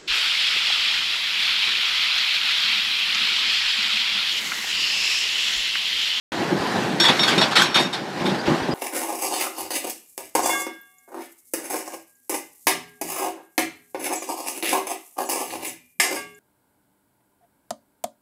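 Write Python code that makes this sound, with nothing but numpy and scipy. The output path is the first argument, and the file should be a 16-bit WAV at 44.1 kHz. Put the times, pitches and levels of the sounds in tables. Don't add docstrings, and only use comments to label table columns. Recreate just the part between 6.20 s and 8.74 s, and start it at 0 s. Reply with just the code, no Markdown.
import sys
import numpy as np
from scipy import signal
from scipy.fft import rfft, irfft, next_fast_len
from scipy.io import wavfile
from scipy.ndimage import uniform_filter1d, map_coordinates

SR = 44100
rng = np.random.default_rng(int(sys.argv[2]) if len(sys.argv) > 2 else 0)


def generate_wav(sig):
    pcm = np.round(np.clip(np.atleast_2d(sig).T, -1, 1) * 32767).astype(np.int16)
    wavfile.write(sys.argv[1], SR, pcm)


N = 112014

# t/s, low rumble level/dB, hiss level/dB
ROAR_LEVELS = [(0.36, -24.5, -30.5), (0.83, -26.5, -30.5), (1.02, -31, -25.5), (1.17, -23, -27.5),
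               (1.25, -27, -28), (1.48, -34, -40), (1.57, -38.5, -35), (1.73, -31.5, -35.5),
               (1.83, -33, -38.5), (2.05, -30, -33), (2.2, -26, -32.5), (2.54, -26.5, -33.5)]
# f/Hz, level/dB
RUMBLE_SPECTRUM = [(15, -63), (25, -19), (70, -25), (129, -7), (162, -4), (350, -3.5), (528, -9.5),
                   (796, -6.5), (994, -11), (1260, -24), (1500, -14), (1950, -17), (3300, -120)]
# f/Hz, level/dB
HISS_SPECTRUM = [(530, -44.5), (900, -13), (1000, -8), (1270, -7.5), (1550, -9), (3510, -14), (4190, -14),
                 (14100, -39.5), (15200, -45)]

# t/s, level/dB, rise/s, t60/s (time to fall 60 dB), treble tilt/dB per band.
STONE_CRASHES = [(0.12, -34, 0.0013, 0.36, -1.5), (0.798, -17.5, 0.0026, 0.45, 0.5),
                 (0.833, -2.5, 0.02, 0.16, 1.5), (0.88, -7.5, 0.0093, 0.26, 1), (.935, -24, .005, 0.13, 9),
                 (.993, -15.5, 0.0018, 0.061, -2), (1.03, -9.5, 0.0063, 0.13, 2),
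                 (1.076, -11, 0.0053, 0.35, 1), (1.178, -15, 0.00203, 0.18, 0.5),
                 (1.206, -6.5, 0.017, 0.23, 0), (1.24, -29, 0.0055, 0.14, 0), (1.308, -15, 0.012, 0.23, 0),
                 (1.353, -6, 0.0095, 0.41, 0.5), (1.384, -12, 0.015, 0.58, 7.5),
                 (1.545, -8.5, .012, 0.38, 0.5), (1.59, -19, .01, 0.4, 17), (1.729, -18.5, 0.0085, .3, 0.5),
                 (1.99, -31, 0.034, 0.4, -4), (2.053, -19, 0.0075, 0.21, 1),
                 (2.089, -23.5, 0.0068, 0.21, 1.5), (2.144, -26, 0.0029, 0.12, 1),
                 (2.253, -29, 0.0074, 0.406, -5), (2.33, -39, 0.0088, 0.27, -5), (2.49, -52, .02, 0.39, -9)]
# f/Hz, level/dB
STONE_SPECTRUM = [(88, -48.5), (150, -17), (325, -46), (478, -6), (806, -2), (2160, -2.5), (2770, -5.5),
                  (3430, 1.5), (5890, -13.5), (10900, -23.5), (15200, -47)]
STONES_PER_S, STONE_SPREAD_DB = 2200, 1.5
PELTING_DB = 29
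PELTED_WIDENS = 2.1
TICK_DB, TICK_T60_S = -8, 0.02

# t/s, knock level/dB, deep push level/dB, rumble level/dB, rumble t60/s
ROCK_THUDS = [(0.308, -16, -36, -19.5, 0.34), (0.398, -34, -23, -41, 0.33), (0.577, -37, -35, -15.5, 0.067),
              (0.657, -34, -40, -26, 0.37), (0.728, -17.5, -33.5, -23.5, 0.36),
              (0.799, -18.5, -38, -25, 0.23), (0.891, -12, -38, -26.5, 0.6), (1.001, -20, -42, -22, 0.12),
              (1.08, -30, -41, -39, 0.24), (1.175, -11, -35, -21, 0.22), (1.38, -16, -43, -23.5, 0.47),
              (1.555, -16.5, -36, -28, 0.17), (1.584, -20, -38, -19, 0.35), (1.811, -20, -37, -27.5, 0.35),
              (2.001, -27, -32, -19.5, 0.11), (2.044, -14.5, -38, -16.5, 0.26),
              (2.074, -13.5, -39, -23, 0.2), (2.116, -14.5, -40, -15, 0.14), (2.275, -12, -17, -13.5, 0.3),
              (2.309, -21, -25, -24, 0.24), (2.417, -27, -21, -36, 0.29), (2.485, -12, -29, -19, 0.19),
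              (2.523, -21, -26, -15, 0.23)]
# f/Hz, width/Hz, level/dB
HOPPER_RESONANCES = [(145.7, 38, 0), (196.4, 17, 7), (249, 27, 2.5), (299, 69, 1.5), (353.7, 30, 7.5),
                     (570, 58, -5), (828, 30, -2.5), (1000, 230, -15.5)]
PUSH_S, KNOCKS_PER_S = 0.0075, 540

# t/s, length/s, starting f/Hz, rise/Hz, level/dB
SQUEAK_TONES = [(.445, 0.031, 1000, 4.5, -25.5), (2.184, .035, 4692, 120, -36.5),
                (2.428, 0.023, 4790, 80, -40), (2.507, 0.03, 4900, 40, -33.5)]

# t/s, blow level/dB, rms levels of the four loudest modes/dB (four columns),
# time until stones damp the ring/s
PLATE_BLOWS = [(.8, -8, -20, -18.5, -20, -19.5, 0.043), (.8524, -9, -14, -19, -26, -30, 0.022),
               (.9921, -19, -27, -19, -34, -25, 0.052), (1.0324, -14, -26, -25, -23, -47, 0.044),
               (1.0779, -23, -25, -40, -25, -41.5, .015), (1.1786, -18, -41, -20, -37, -31, 0.03),
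               (1.2126, -29, -24.5, -23, -22.5, -27.5, 0.027), (1.3567, -24, -34, -34, -24, -36, 0.039),
               (1.4114, -33, -36, -32, -30, -34.5, .13), (1.5433, -13, -36, -19, -35, -29.5, 0.12),
               (1.7279, -26, -45, -25, -38, -43, 0.012)]
# f/Hz, t60/s
LOUD_PLATE_MODES = [(3415, 0.28), (3692, 0.48), (4405, 0.21), (5487, 0.69)]
# f/Hz, level against the blow/dB, t60/s
WEAK_PLATE_MODES = [(1547, -15.5, 0.051), (1920, -28, 0.14), (5260, -27, 0.23), (6600, -22, .3),
                    (7680, -23, 0.34), (8600, -42.5, 0.23), (9320, -31, 0.35), (9560, -42, 0.4),
                    (10700, -39, 0.42), (11600, -34, 0.155), (12190, -42, .2), (13700, -40, .2),
                    (14950, -39, .2)]
DAMPED_T60_S, DAMPED_BY_DB = 0.092, 13
MODE_SCATTER_DB, RATTLE_DB = 1, 2.5

START_S = 0.119
CEILING = 0.85
TOP_HZ = 15350


def amp(db):
    return 10 ** (np.asarray(db) / 20)


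def unit(x):
    return x / np.sqrt(np.mean(x ** 2) + 1e-20)


def along(points, hz):
    f, values = np.transpose(points)
    return np.interp(np.log(hz + 1), np.log(f + 1), values)


def wobble(rate, size=N):
    knots = rng.standard_normal(int(size * rate / SR) + 4)
    return map_coordinates(knots, [np.arange(size) * rate / SR], order=1)


def filtered(x, response):
    padded = next_fast_len(N + 8192)
    hz = np.fft.rfftfreq(padded, 1 / SR)
    return irfft(rfft(x, padded) * response(hz), padded)[..., :N]


def resonances(peaks):
    def response(f):
        total = 0
        for k, (centre, width, db) in enumerate(peaks):
            damping = 1j * f * width
            total = total + (-1) ** k * amp(db) * damping / (centre ** 2 - f ** 2 + damping)
        return total
    return response


def grains(per_s, spread_db, noise):
    hit = rng.random(N) < per_s / SR
    size = amp(spread_db * rng.standard_normal(N)) * np.sign(rng.standard_normal(N))
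    return unit(unit(hit * size) + noise * rng.standard_normal(N))


def patchy(x, patchy_db):
    spectrum = signal.stft(x, nperseg=512)[2]
    field = uniform_filter1d(rng.standard_normal(spectrum.shape), 5, 0)
    field = uniform_filter1d(field, 8, 1)
    return signal.istft(spectrum * amp(patchy_db * unit(field)), nperseg=512)[1][:N]


def burst(start, rise, t60):
    t = np.maximum(np.arange(N) / SR - start, 0)
    return (1 - np.exp(-t / rise)) * amp(-60 * t / t60)


def roar():
    times, low_db, high_db = np.transpose(ROAR_LEVELS)
    t = np.arange(N) / SR
    low = patchy(grains(900, 1.66, noise=1.74), patchy_db=1.0)
    low = unit(filtered(low, lambda hz: amp(along(RUMBLE_SPECTRUM, hz))))
    high = patchy(grains(3500, 4.1, noise=1.284), patchy_db=1.5)
    high = unit(filtered(high, lambda hz: amp(along(HISS_SPECTRUM, hz))))

    shake_db = 1.5 * wobble(13.93)
    low_gain = amp(np.interp(t, times, low_db) + shake_db + 1.064 * wobble(30.29))
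    high_gain = amp(np.interp(t, times, high_db) + 1.3 * shake_db)
    return low * low_gain + high * high_gain


def crashes():
    stones = patchy(grains(STONES_PER_S, STONE_SPREAD_DB, noise=2.0), patchy_db=3.0)
    stones = unit(filtered(stones, lambda hz: amp(along(STONE_SPECTRUM, hz))))

    edges = [0, 1200, 3000, 6000, SR]
    out = np.zeros(N)
    for k, t60_share in enumerate([1.17, 0.9, 0.72, 0.44]):
        band = filtered(stones, lambda hz: (hz >= edges[k]) & (hz < edges[k + 1]))
        power = np.zeros(N)
        for start, db, rise, t60, tilt in STONE_CRASHES:
            power += (amp(db + tilt * (k - 2.5)) * burst(start, rise, t60 * t60_share)) ** 2
        envelope = np.sqrt(power)
        out += band * envelope
    treble_envelope = envelope

    tick_power = np.zeros(N)
    for start, blow_db, *_ in PLATE_BLOWS:
        tick_power += (amp(blow_db + TICK_DB) * burst(start, 0.00037, TICK_T60_S)) ** 2
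    ticks = np.sqrt(tick_power) * stones

    plate = [(hz, PELTED_WIDENS * np.log(1000) / (np.pi * t60), db) for hz, db, t60 in WEAK_PLATE_MODES]
    pelting = amp(PELTING_DB) * treble_envelope * grains(150, 6.3, noise=0.37)
    return out + ticks + filtered(pelting, resonances(plate))


def thuds():
    hopper = resonances(HOPPER_RESONANCES)
    power, blows, pushes = np.zeros(N), np.zeros(N), np.zeros(N)
    for start, knock_db, push_db, rumble_db, t60 in ROCK_THUDS:
        power += (amp(rumble_db) * burst(start, 0.0037, t60)) ** 2
        blows[round(start * SR)] = amp(knock_db)
        pushes[round(start * SR)] = amp(push_db)

    tumble = grains(KNOCKS_PER_S, 0.67, noise=0.81)
    rumble = filtered(tumble * np.sqrt(power), hopper) / np.std(filtered(tumble, hopper))
    single_hit = (np.arange(N) == 0) * 1.0
    knock = filtered(blows, hopper) / np.abs(filtered(single_hit, hopper)).max()
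    push = signal.fftconvolve(pushes, np.hanning(round(PUSH_S * SR)))[:N]
    return rumble + knock + push


def squeaks():
    out = np.zeros(N + SR)
    for start, length, hz, rise_hz, db in SQUEAK_TONES:
        u = np.linspace(0, 1, round(length * SR))
        tone = np.sin(2 * np.pi * np.cumsum(hz + rise_hz * u) / SR)
        out[round(start * SR):][:len(u)] += amp(db) * np.sqrt(2) * np.sin(np.pi * u) * tone
    return out[:N]


def clangs():
    out = np.zeros(N + SR)
    t = np.arange(SR // 2) / SR
    for start, blow_db, *loud_db, lasts in PLATE_BLOWS:
        modes = [(hz, db + 10 * np.log10(2), t60) for (hz, t60), db in zip(LOUD_PLATE_MODES, loud_db)]
        for hz, db, t60 in WEAK_PLATE_MODES:
            modes.append((hz, blow_db + db + MODE_SCATTER_DB * rng.standard_normal(), t60))

        ring = np.zeros(len(t))
        for hz, db, t60 in modes:
            level = amp(db - 60 * t / t60 + RATTLE_DB * wobble(61, len(t)))
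            ring += level * np.sin(2 * np.pi * hz * t + 0.72 * wobble(79, len(t)))
        damp_db = np.minimum(60 * np.maximum(t - lasts, 0) / DAMPED_T60_S, DAMPED_BY_DB)
        attack = 1 - np.exp(-t / 0.001)
        out[round(start * SR):][:len(t)] += ring * amp(-damp_db) * attack
    return out[:N]


def scene():
    return (roar() + crashes() + thuds() + squeaks() + clangs())[None]


def record(dry):
    def bass_cut(hz):
        s = 1j * hz / 90
        return s ** 2 / (s ** 2 + 1.4 * s + 1)

    thin = filtered(dry, bass_cut)
    opened = thin * np.clip((np.arange(N) / SR - START_S) / 0.0013, 0, 1)
    clipped = opened / (1 + np.abs(opened / CEILING) ** 4) ** (1 / 4)
    return filtered(clipped, lambda hz: 1 / (1 + (hz / TOP_HZ) ** 400))


dry = scene()
out = record(dry)
generate_wav(out)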